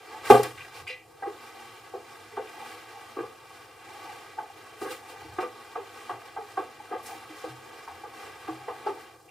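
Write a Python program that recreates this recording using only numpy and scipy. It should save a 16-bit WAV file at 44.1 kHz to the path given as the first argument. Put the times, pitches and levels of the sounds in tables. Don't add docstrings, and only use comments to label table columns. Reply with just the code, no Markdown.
import sys
import numpy as np
from scipy import signal
from scipy.fft import rfft, irfft, next_fast_len
from scipy.io import wavfile

SR = 44100
rng = np.random.default_rng(int(sys.argv[2]) if len(sys.argv) > 2 else 0)


def makeup_ratio(level_db):
    decades = np.asarray(level_db, float) / 20
    return 10 ** decades


def unload_wav(signal):
    wavfile.write(
        sys.argv[1],
        SR,
        np.round(np.clip(np.atleast_2d(signal).T, -1, 1) * 32767).astype(np.int16),
    )


N = 410130

# frequency in Hz, side minus mid in dB.
WIDTH = [(60, -29.5), (120, -12.5), (240, -18), (480, -10), (950, -13), (1890, -11), (3770, -9.5),
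         (7520, -5.5), (10300, -6), (11500, -30)]
# frequency in Hz, density in dB per Hz.
RUMBLE_COLOUR = [(12, -56), (20, -47.5), (32, -18), (86, -5.5), (113, 6), (137, 4.5), (156, -6), (189, -24),
                 (220, -5.5), (290, -37), (480, -120)]
# middle in seconds, length in seconds, level in dB.
PUSHES = [
    (0.326, 0.064, -39),
    (.5, 0.34, -53),
    (0.835, 0.074, -50),
    (4.859, .1, -54),
    (5.292, 0.17, -49),
    (6.15, .1, -58),
    (7.0, 0.11, -63),
    (7.502, .12, -58),
    (8.497, 0.71, -61),
]
# frequency in Hz, width in Hz, level in dB.
FAN = (490, 3.6, -65.5)

LAYER_CENTRES_HZ = [600, 2400, 5600, 11000]
# frequency in Hz, density in dB per Hz.
RUB_COLOUR = [(190, -9), (260, -14), (340, -10), (500, -3), (800, -5), (1200, -1.5), (1700, -3.5),
              (2400, -3.5), (3500, -20), (6000, -39.5), (10000, -28), (16000, -36)]
# fastest moment in seconds, length in seconds, level in dB, brightness in dB.
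STROKES = [(0.157, 0.25, -45.5, -1.5), (0.272, 0.039, -34, 1), (0.632, 0.11, -47, 1),
           (0.774, 0.074, -43.5, 1.5), (1.448, 0.28, -48, 0), (1.712, 0.29, -48, 0),
           (2.183, 0.38, -49.5, 0), (2.6, 0.27, -47, -0.5), (2.707, 0.19, -47, 0), (3.024, 0.53, -48, -0.5),
           (3.57, 0.2, -49.5, 0), (3.93, 0.25, -48, -1.5), (4.13, 0.34, -46, -1), (4.65, 0.4, -49.5, -1),
           (5.245, 0.39, -47, -0.5), (5.663, .25, -48.5, -0.5), (6.0, 0.26, -46, -0.5),
           (6.268, 0.087, -47, -1), (6.503, 0.23, -53.5, 2.5), (6.78, 0.63, -49.5, -1.5),
           (7.187, 0.22, -47.5, -2), (7.42, 0.21, -47, 1.5), (7.833, 0.48, -47.5, -1.5),
           (8.235, 0.13, -43.5, -1), (8.502, .3, -46.5, -1), (8.803, 0.18, -48, -1.5),
           (9.006, 0.16, -48.5, -1)]
STROKE_LAYERS_DB = [-2.5, -5.5, -7.5, -16]
BRIGHT_SHARES = [-1.43, 0.42, 1.07, 1.3]
SLOWING_DB = [2.8, 3.02, 3.4, 3.46]
STILL_DB = [-54.5, -73, -63, -69]
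# start in seconds, level in dB, rise in seconds, fall T60 in seconds,
# brightness in dB.
SKIDS = [
    (.31, -34, 0.035, 0.49, -0.5),
    (0.435, -40, 0.0033, 0.35, -2.5),
    (.89, -57, 0.015, 0.26, -5),
    (4.821, -51.5, 0.041, 0.23, 4.5),
    (4.919, -44, 0.082, 0.27, 0),
    (5.1, -54.5, 0.06, 0.23, 1),
    (5.41, -45.5, 0.023, 0.22, -7),
    (7.07, -55, 0.064, 0.5, 6.5),
    (8.88, -49.5, 0.1, 0.31, -8),
]
SKID_LAYERS_DB = [0, 2, 1.5, -3.5]
# frequency in Hz, width in Hz, lift in dB.
PANEL_PEAKS = [(236.2, 17.3, 12), (321, 16, 9.5), (797.3, 20, 5), (902, 41, 4.5), (1115, 44, 5),
               (2350, 330, 1.5)]
# middle in seconds, length in seconds, level in dB.
MOANS = [
    (0.152, 0.13, -46),
    (0.775, 0.076, -51),
    (2.644, 0.21, -47),
    (2.985, 0.17, -51),
    (4.05, 0.38, -49.5),
    (5.177, 0.6, -54),
    (7.128, .15, -49.5),
    (8.63, 0.12, -50.5),
]

# start in seconds, peak in dB, weight near 400 Hz in dB,
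# hardness near 1200 Hz in dB.
LANDING = [
    (.3, -12, -2, 1.5),
    (.307, -13, -6, 0.5),
    (.321, -17, -16, -7),
    (.348, -16.5, 1, -2),
    (.395, -30, 0, -8),
    (.432, -26, -1, -6),
]
# start in seconds, peak in dB, weight near 400 Hz in dB,
# hardness near 1200 Hz in dB.
KNOCKS = [(0.578, -54.5, -5, 16), (1.224, -26, -10, -6), (1.26, -33, 8, 4), (1.94, -29.5, 0.5, -6),
          (2.375, -25, -2, -4), (3.169, -33, 11, 1), (3.187, -32, 5, 5), (3.238, -39.5, -5, 4),
          (4.373, -35.5, -2, -21), (4.384, -29, -9, -2), (4.814, -30, 8.5, -2), (4.849, -33, 8.5, 6),
          (5.385, -21.5, -7.5, -1), (5.428, -30, 1.5, 2), (5.755, -26, -4, 0), (6.096, -24.5, -3.5, 0.5),
          (6.366, -25, -16, -5), (6.574, -22.5, -1.5, -2.5), (6.592, -33.5, -6, 4), (6.913, -29, 3, 1.5),
          (6.939, -26, -10, -2), (7.089, -27, -13, -13), (7.44, -28, -1, -2.5), (7.878, -30, -27, -0.5),
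          (8.038, -35, 1, -1.5), (8.477, -29, -4, 0), (8.683, -25, -6, -2), (8.862, -23, -2, -4),
          (8.883, -39.5, -5, 3)]
KNOCK_CENTRES_HZ = [400, 800, 1200, 2200]
# frequency in Hz, T60 in seconds.
PANEL_T60 = [(200, 0.46), (400, 0.33), (800, 0.32), (1500, 0.19), (4000, 0.42)]
# frequency in Hz, level in dB.
KNOCK_COLOUR = [(200, -10.5), (260, -14.5), (330, -7.5), (420, -1.5), (1600, 2), (2500, -2), (4500, -16.5),
                (9000, -44)]

# start in seconds, peak in dB,
# frequency in Hz.
QUICK_RINGS = [(0.3004, -5, 421), (.3003, -10.5, 832), (.34, -23, 262), (.345, -24.5, 545),
               (.335, -19.5, 810), (.347, -17.5, 740), (.383, -26, 425), (.317, -21.5, 1190),
               (.361, -24, 430), (.371, -27, 419), (.396, -24, 817), (.366, -27.5, 800),
               (2.368, -34.5, 1173), (2.376, -42, 1480), (2.372, -31.5, 786), (2.39, -30, 504),
               (6.574, -34, 1560), (6.574, -34, 390), (6.594, -34, 366), (6.592, -32, 1140),
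               (6.6, -39, 785), (6.622, -38, 730), (8.868, -29, 1314), (8.9, -32, 889), (8.938, -43, 885),
               (8.971, -40, 895), (8.968, -41, 444), (1.265, -36.5, 362.3), (1.935, -37, 780),
               (2.374, -29, 418), (2.374, -26, 893), (4.403, -34, 860), (4.432, -39, 850),
               (4.813, -33, 378), (4.828, -31.5, 395), (4.822, -37, 760), (4.945, -38, 500),
               (5.775, -29, 468), (6.094, -27.5, 730), (6.385, -33, 450), (6.571, -26, 1108),
               (6.574, -25, 770), (6.95, -29, 500), (7.44, -28, 495), (7.877, -30.5, 940),
               (8.681, -28.5, 486), (8.685, -27, 1036), (8.69, -33.5, 426)]
# start in seconds, peak in dB, frequency in Hz.
FREE_RINGS = [(0.306, -11, 511), (0.309, -13, 240), (.337, -20, 707), (.341, -12, 417), (.344, -31, 1203),
              (.345, -16, 520), (1.235, -29, 800), (1.274, -40, 398.5), (1.937, -40, 385),
              (1.938, -35.5, 495), (2.332, -43.5, 436), (2.407, -38, 440), (3.183, -36, 389),
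              (4.847, -57, 420), (4.851, -33, 504), (4.9, -32.5, 502), (5.244, -44, 319),
              (5.383, -32.5, 746), (5.385, -33.5, 368), (5.428, -30.5, 494), (5.432, -35.5, 1188),
              (5.795, -40, 400), (6.095, -35.5, 1105), (6.363, -42, 735), (6.425, -44.5, 420),
              (6.922, -36.5, 720), (7.299, -43, 311), (7.461, -37.5, 321), (8.481, -41.5, 748),
              (8.484, -29, 321), (8.86, -33, 410), (8.884, -33, 399), (8.866, -35, 857)]
# start in seconds, peak in dB, frequency in Hz.
BOUNCES = [(0.3079, -6, 416), (.3075, -7, 802), (.3185, -14, 430), (.3195, -7, 782), (.33, -16, 470),
           (0.37, -16.5, 800), (.394, -17.5, 430), (0.36, -23, 830), (.345, -10, 425), (1.2235, -28, 810),
           (1.272, -27, 420), (3.169, -31, 1160), (3.168, -38, 800), (3.169, -30, 340), (3.187, -23, 391),
           (3.204, -26, 356), (3.205, -42, 1585), (3.236, -29.5, 490), (2.6, -42, 540), (5.385, -28.5, 392),
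           (5.389, -30, 990), (5.393, -27, 870), (5.442, -35, 860), (8.036, -36, 830), (8.049, -38, 804),
           (8.051, -40, 1180), (6.094, -26, 1145), (6.113, -33, 1130), (6.14, -36, 800), (6.927, -31, 1200),
           (6.93, -30, 855), (6.913, -31, 420), (6.998, -37, 1150), (5.758, -31, 1130), (6.415, -38, 800),
           (7.128, -39, 796), (7.163, -40, 820), (6.8, -33, 850), (3.19, -34, 800), (3.228, -38, 1100),
           (3.249, -40, 1200), (4.385, -21, 860), (4.377, -37, 795), (4.095, -36, 820), (4.874, -32, 485),
           (4.5, -38, 795), (4.86, -39, 1150), (8.8695, -24.5, 850), (8.886, -29, 407), (8.892, -35, 1210),
           (8.915, -40, 1240), (6.364, -28, 760), (6.373, -26.5, 860), (6.396, -34, 866), (6.404, -35, 800),
           (6.371, -38.5, 1600), (6.921, -31, 730), (6.937, -32, 383), (6.956, -33, 500), (6.971, -32, 520),
           (.3003, -12, 790), (.3235, -9, 760), (1.225, -37, 1600), (1.232, -35, 450), (1.232, -39, 1950),
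           (1.303, -35, 400), (5.758, -29, 730), (5.784, -32, 480), (8.49, -33, 740), (8.492, -37, 1150),
           (8.706, -33, 500), (4.386, -38, 1550), (4.815, -36, 1200)]
# start in seconds, peak in dB, frequency in Hz, T60 in seconds.
SQUEAK = [(.874, -35, 2500, .11), (.889, -45, 2240, 0.12), (.89, -38, 2770, 0.12), (.898, -40, 2470, 0.14),
          (.899, -39, 507, .24), (.906, -41, 2025, 0.26), (.914, -42, 2290, .094), (.93, -46, 2450, 0.23),
          (.876, -44, 4800, .05), (.902, -48, 4800, .07), (.902, -45, 4000, .08), (.926, -52, 3980, .12)]
# start in seconds, peak in dB, centre in Hz, T60 in seconds,
# half width in octaves.
TICKS = [(.306, -11.5, 2500, 0.065, 0.47), (0.3, -17, 4040, 0.05, 1.5), (0.4315, -19, 4000, 0.03, 1.6),
         (.309, -22, 6500, .05, .8), (.32, -26, 8000, .04, .5), (.376, -27, 4800, .03, .4),
         (0.867, -29, 1300, 0.034, .7), (2.472, -36, 2300, .06, .5), (7.03, -42, 11000, .1, .3),
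         (7.064, -36, 8450, 0.07, 0.45), (7.3, -39, 900, 0.041, 1), (4.815, -39, 1710, 0.14, 0.31),
         (5.386, -28, 1960, 0.062, 0.22)]
# start in seconds, peak in dB, centre in Hz, T60 in seconds,
# half width in octaves.
SCUFFS = [(.572, -31, 2000, 0.12, 0.47), (.6, -31.5, 2460, 0.17, .2), (.638, -35.5, 1660, .1, 0.26),
          (.868, -43, 6100, 0.24, 0.7), (.89, -41, 4300, 0.24, 0.33), (.866, -28.5, 2430, .3, .25),
          (7.055, -37, 7500, .15, .5), (5.405, -35, 2170, 0.28, 0.22), (4.852, -39, 2000, .2, .1),
          (4.87, -37, 1600, 0.22, .1), (4.845, -36, 1050, .15, .2), (.89, -30, 2360, 0.34, 0.25),
          (2.352, -38, 1300, 0.091, 0.88), (2.364, -30, 1500, 0.066, 0.59), (8.862, -39, 3700, .12, 0.41),
          (9.278, -46, 2500, .2, 0.19)]
# start in seconds, peak in dB, frequency in Hz, T60 in seconds.
BOOMS = [
    (.31, -20, 124, 0.38),
    (.599, -52, 117.5, 0.29),
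    (3.19, -47.5, 125.4, 0.52),
    (4.82, -63, 127, .4),
    (5.208, -46, 91.6, 0.61),
    (5.269, -43, 92, 0.52),
    (6.114, -42, 120, 0.24),
    (7.49, -38, 127, 0.37),
    (7.869, -53, 84, 0.58),
    (8.5, -43, 126.8, 0.68),
]
# frequency in Hz, gain as a ratio.
COPY_GAIN = [(400, 1), (4000, 0.73), (15000, 0.79)]

ROOM_RUMBLE_DB, PUSH_SLOWING_DB = -61, 6.5
BUZZ_DB, BUZZ_T60_S = -27, 0.42
MOAN_HZ, MOAN_WIDTH_HZ, MOAN_SLOWING_DB = 838, 155, 14
TOP_LOSS_DB = -11.5
SOFTENING = 0.45
QUICK_T60_S, FREE_T60_S, BOUNCE_T60_S = 0.082, 0.2, 0.045
PANEL_LOW_HZ = 110
HISS_DB, HISS_LOW_HZ = -85, 2500
COPY_LAG_S = 121 / 48000
MIC_LOW_HZ, CUTOFF_HZ = 45, 15740


def rms_one(x):
    return x / np.sqrt(np.mean(x ** 2) + 1e-20)


def at_hz(points, hz):
    points_hz, values = np.array(points).T
    return np.interp(np.log(hz), np.log(points_hz), values)


def blend(centres_hz, hz):
    return np.array([np.interp(np.log(hz), np.log(centres_hz), row) for row in np.eye(len(centres_hz))])


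def bandpass(x, edges_hz, order=2):
    return signal.sosfilt(signal.butter(order, edges_hz, "band", fs=SR, output="sos"), x)


def side_offset_db(hz):
    return np.array([[0], [at_hz(WIDTH, hz)]])


def bands(edges_hz, spectrum, white):
    for k, (low, high) in enumerate(zip(edges_hz, edges_hz[1:])):
        hz = np.sqrt(low * high)
        yield hz, bandpass(white[k % 2], [low, high]) * makeup_ratio(at_hz(spectrum, hz) + side_offset_db(hz))


def drift(rate_hz):
    r = np.exp(-80 * np.pi * rate_hz / SR)
    slow = signal.lfilter([1], [1, -2 * r, r * r], rng.standard_normal(N // 40 + 2002))[2000:]
    return np.interp(np.arange(N) / 40, np.arange(len(slow)), rms_one(slow))


def control_s():
    return np.arange(0, N + 64, 64) / SR


def arch(middle_s, length_s):
    return (2 * (control_s() - middle_s) / max(length_s, 0.02)) ** 2


def spike_db(start_s, rise_s, t60_s):
    t = control_s() - start_s
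    return np.where(t < 0, 20 * t / max(rise_s, 0.002), -60 * t / max(t60_s, 0.05))


def summed_db(parts_db):
    total = np.atleast_2d(10 * np.log10(sum(makeup_ratio(part) ** 2 for part in parts_db)))
    return np.array([np.interp(np.arange(N) / 64, np.arange(len(row)), row) for row in total])


def add(out, start_s, sound):
    i = round(start_s * SR)
    out[:, i:i + sound.shape[1]] += sound[:, :N - i]


def rumble():
    white = rng.standard_normal((2, 2, N))
    low = sum(pair for hz, pair in bands(np.geomspace(20, 230, 9), RUMBLE_COLOUR, white))
    pushes = [db - PUSH_SLOWING_DB * arch(s, length_s) for s, length_s, db in PUSHES]
    level_db = summed_db([ROOM_RUMBLE_DB] + pushes)
    return makeup_ratio(level_db - 9.0) * rms_one(low) * np.sqrt(2)


def fan():
    hz, width_hz, db = FAN
    r = np.exp(-np.pi * width_hz / SR)
    resonance = [1, -2 * r * np.cos(2 * np.pi * hz / SR), r * r]
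    hum = signal.lfilter([1, 0, -1], resonance, rng.standard_normal(N))
    return makeup_ratio(db) * rms_one(hum) * [[0], [1]]


def hiss(size):
    mid, side = bandpass(rng.standard_normal((2, size)), [HISS_LOW_HZ, 9000], order=1)
    return makeup_ratio(HISS_DB) * np.array([mid + 0.23 * side, mid - 0.28 * side])


def wipe_levels():
    per_layer = np.array([STROKE_LAYERS_DB, BRIGHT_SHARES, SLOWING_DB, STILL_DB, SKID_LAYERS_DB])
    stroke, bright, slowing, still, skid = per_layer[..., None]
    drone_only = np.array([[0], [-30], [-90], [-90]])
    strokes = [db + stroke + bright * tilt_db - slowing * arch(s, length_s)
               for s, length_s, db, tilt_db in STROKES]
    skids = [db + skid + bright * tilt_db + spike_db(s, rise_s, t60_s)
             for s, db, rise_s, t60_s, tilt_db in SKIDS]
    buzz = [db + BUZZ_DB + drone_only + spike_db(s, 0.0018, BUZZ_T60_S)
            for s, db, *colour in LANDING + KNOCKS]
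    return summed_db([still] + strokes + skids + buzz)


def rubbing(grain_db, judder_db, patchy_db):
    slip_db = grain_db * np.minimum(rng.exponential(1, N), 4)
    white = rng.standard_normal((2, 2, N)) * makeup_ratio(slip_db)
    levels_db, judder = wipe_levels(), judder_db * drift(27)
    parts = list(bands(np.geomspace(190, 17000, 17), RUB_COLOUR, white))
    shares = blend(LAYER_CENTRES_HZ, [hz for hz, pair in parts])
    power = np.array([np.mean(pair[0] ** 2) for hz, pair in parts])
    main_layer = shares.argmax(axis=0)
    usual_db = 10 * np.log10([power[main_layer == k].sum() for k in range(len(shares))])
    gain_db = levels_db - usual_db[:, None]
    out = np.zeros((2, N))
    for share, (hz, pair) in zip(shares.T, parts):
        out += pair * makeup_ratio(share @ gain_db + judder + patchy_db * drift(8.7))
    return out


def through_panel(x):
    hz = np.arange(N // 2 + 1) * SR / N
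    lift_db = sum(db / (1 + (2 * (hz - centre_hz) / width_hz) ** 2) for centre_hz, width_hz, db in PANEL_PEAKS)
    return irfft(rfft(x) * makeup_ratio(lift_db), N)


def moan():
    edges_hz = [MOAN_HZ - MOAN_WIDTH_HZ / 2, MOAN_HZ + MOAN_WIDTH_HZ / 2]
    noise = bandpass(rng.standard_normal((2, N)), edges_hz)
    level_db = summed_db([-120] + [db - MOAN_SLOWING_DB * arch(s, length_s) for s, length_s, db in MOANS])
    return rms_one(noise) * makeup_ratio(level_db + side_offset_db(MOAN_HZ))


def knocks(rise_s, quick_s, quick_db, spread_db, gain_db):
    out, t = np.zeros((2, N)), np.arange(SR // 2) / SR
    hz = np.geomspace(200, 9000, 150) * rng.uniform(0.99, 1.01, 150)
    modes = np.exp(2j * np.pi * hz[:, None] * t) * makeup_ratio(-60 * t / at_hz(PANEL_T60, hz)[:, None])
    shares = blend(KNOCK_CENTRES_HZ, hz)
    mid_side = np.array([np.ones(len(hz)), makeup_ratio(at_hz(WIDTH, hz))])
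    for s, peak_db, weight_db, hard_db in LANDING + KNOCKS:
        turns, uneven = rng.random((2, len(hz))), rng.random(len(hz))
        colour_db = np.array([weight_db, 0, hard_db, hard_db + TOP_LOSS_DB])
        level_db = peak_db + colour_db @ shares + at_hz(KNOCK_COLOUR, hz)
        size = makeup_ratio(level_db + gain_db + spread_db * (2 * uneven - 1.5)) * mid_side
        swell_s = rise_s * makeup_ratio(-SOFTENING * peak_db)
        shape = (1 - np.exp(-t / swell_s)) ** 2 * (1 + makeup_ratio(quick_db) * np.exp(-t / quick_s))
        add(out, s - swell_s, shape * (size * np.exp(2j * np.pi * turns) @ modes).real)
    return out


def single_modes(table, rise_cycles, gain_db, side_db):
    out, t = np.zeros((2, N)), np.arange(SR // 2) / SR
    for s, peak_db, hz, t60_s in table:
        swell = 1 - np.exp(-t * hz / rise_cycles)
        decay = makeup_ratio(peak_db + gain_db - 60 * t / max(t60_s, 0.04))
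        tone = np.exp(2j * np.pi * hz * t) * swell * decay
        add(out, s, np.array([tone.imag, tone.real * makeup_ratio(at_hz(WIDTH, hz) + side_db)]))
    return out


def panel_rings():
    modes = [(*row, QUICK_T60_S) for row in QUICK_RINGS]
    modes += [(*row, FREE_T60_S) for row in FREE_RINGS] + SQUEAK
    modes += [(*row, BOUNCE_T60_S) for row in BOUNCES]
    return single_modes(modes, rise_cycles=0.61, gain_db=1.5, side_db=-0.5)


def ticks(table, rise_s, gain_db):
    out, t = np.zeros((2, N)), np.arange(SR // 3) / SR
    for s, peak_db, hz, t60_s, octaves in table:
        edges_hz = hz * 2.0 ** (max(octaves, 0.05) * np.array([-1, 1]))
        edges_hz = np.minimum(edges_hz, [12000, 18000])
        noise = rms_one(bandpass(rng.standard_normal((2, len(t))), edges_hz))
        noise[1] = signal.lfilter([0.5, 0.5], [1], noise[1])
        shape = makeup_ratio(-60 * t / max(t60_s, 0.01)) * np.minimum(t / rise_s, 1)
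        add(out, s, noise * shape * makeup_ratio(peak_db + gain_db + side_offset_db(hz)))
    return out


def scene():
    rub = through_panel(rubbing(grain_db=1.5, judder_db=0.74, patchy_db=0.6))
    blows = knocks(rise_s=0.000999, quick_s=0.0059, quick_db=-0.5, spread_db=7.5, gain_db=-18.5)
    low_cut = signal.butter(2, PANEL_LOW_HZ, "high", fs=SR, output="sos")
    panel = signal.sosfilt(low_cut, rub + blows + panel_rings())
    booms = single_modes(BOOMS, rise_cycles=2.8, gain_db=1.5, side_db=-16.5)
    hard_back = ticks(TICKS, rise_s=0.00074, gain_db=-8.5) + ticks(SCUFFS, rise_s=0.01, gain_db=-6.5)
    mid, side = rumble() + fan() + panel + moan() + hard_back + booms
    return np.array([mid + side, mid - side])


def band_limit(x):
    return signal.sosfilt(signal.butter(12, 15750, fs=SR, output="sos"), x)


def record(dry):
    size = next_fast_len(N + 1000)
    hz = np.arange(size // 2 + 1) * SR / size + 1e-9
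    late = np.minimum(at_hz(COPY_GAIN, hz), 1) * np.exp(-2j * np.pi * hz * COPY_LAG_S)
    twice = irfft(rfft(dry, size) * (1 + late), size) / np.sqrt(2)
    twice = np.clip(twice, -0.93, 0.97)
    response = (hz < CUTOFF_HZ) / np.sqrt(1 + (MIC_LOW_HZ / hz) ** 4)
    mix = irfft(rfft(twice + hiss(size), size) * response, size)[:, :N]
    return band_limit(mix)


dry = scene()
out = record(dry)
unload_wav(out)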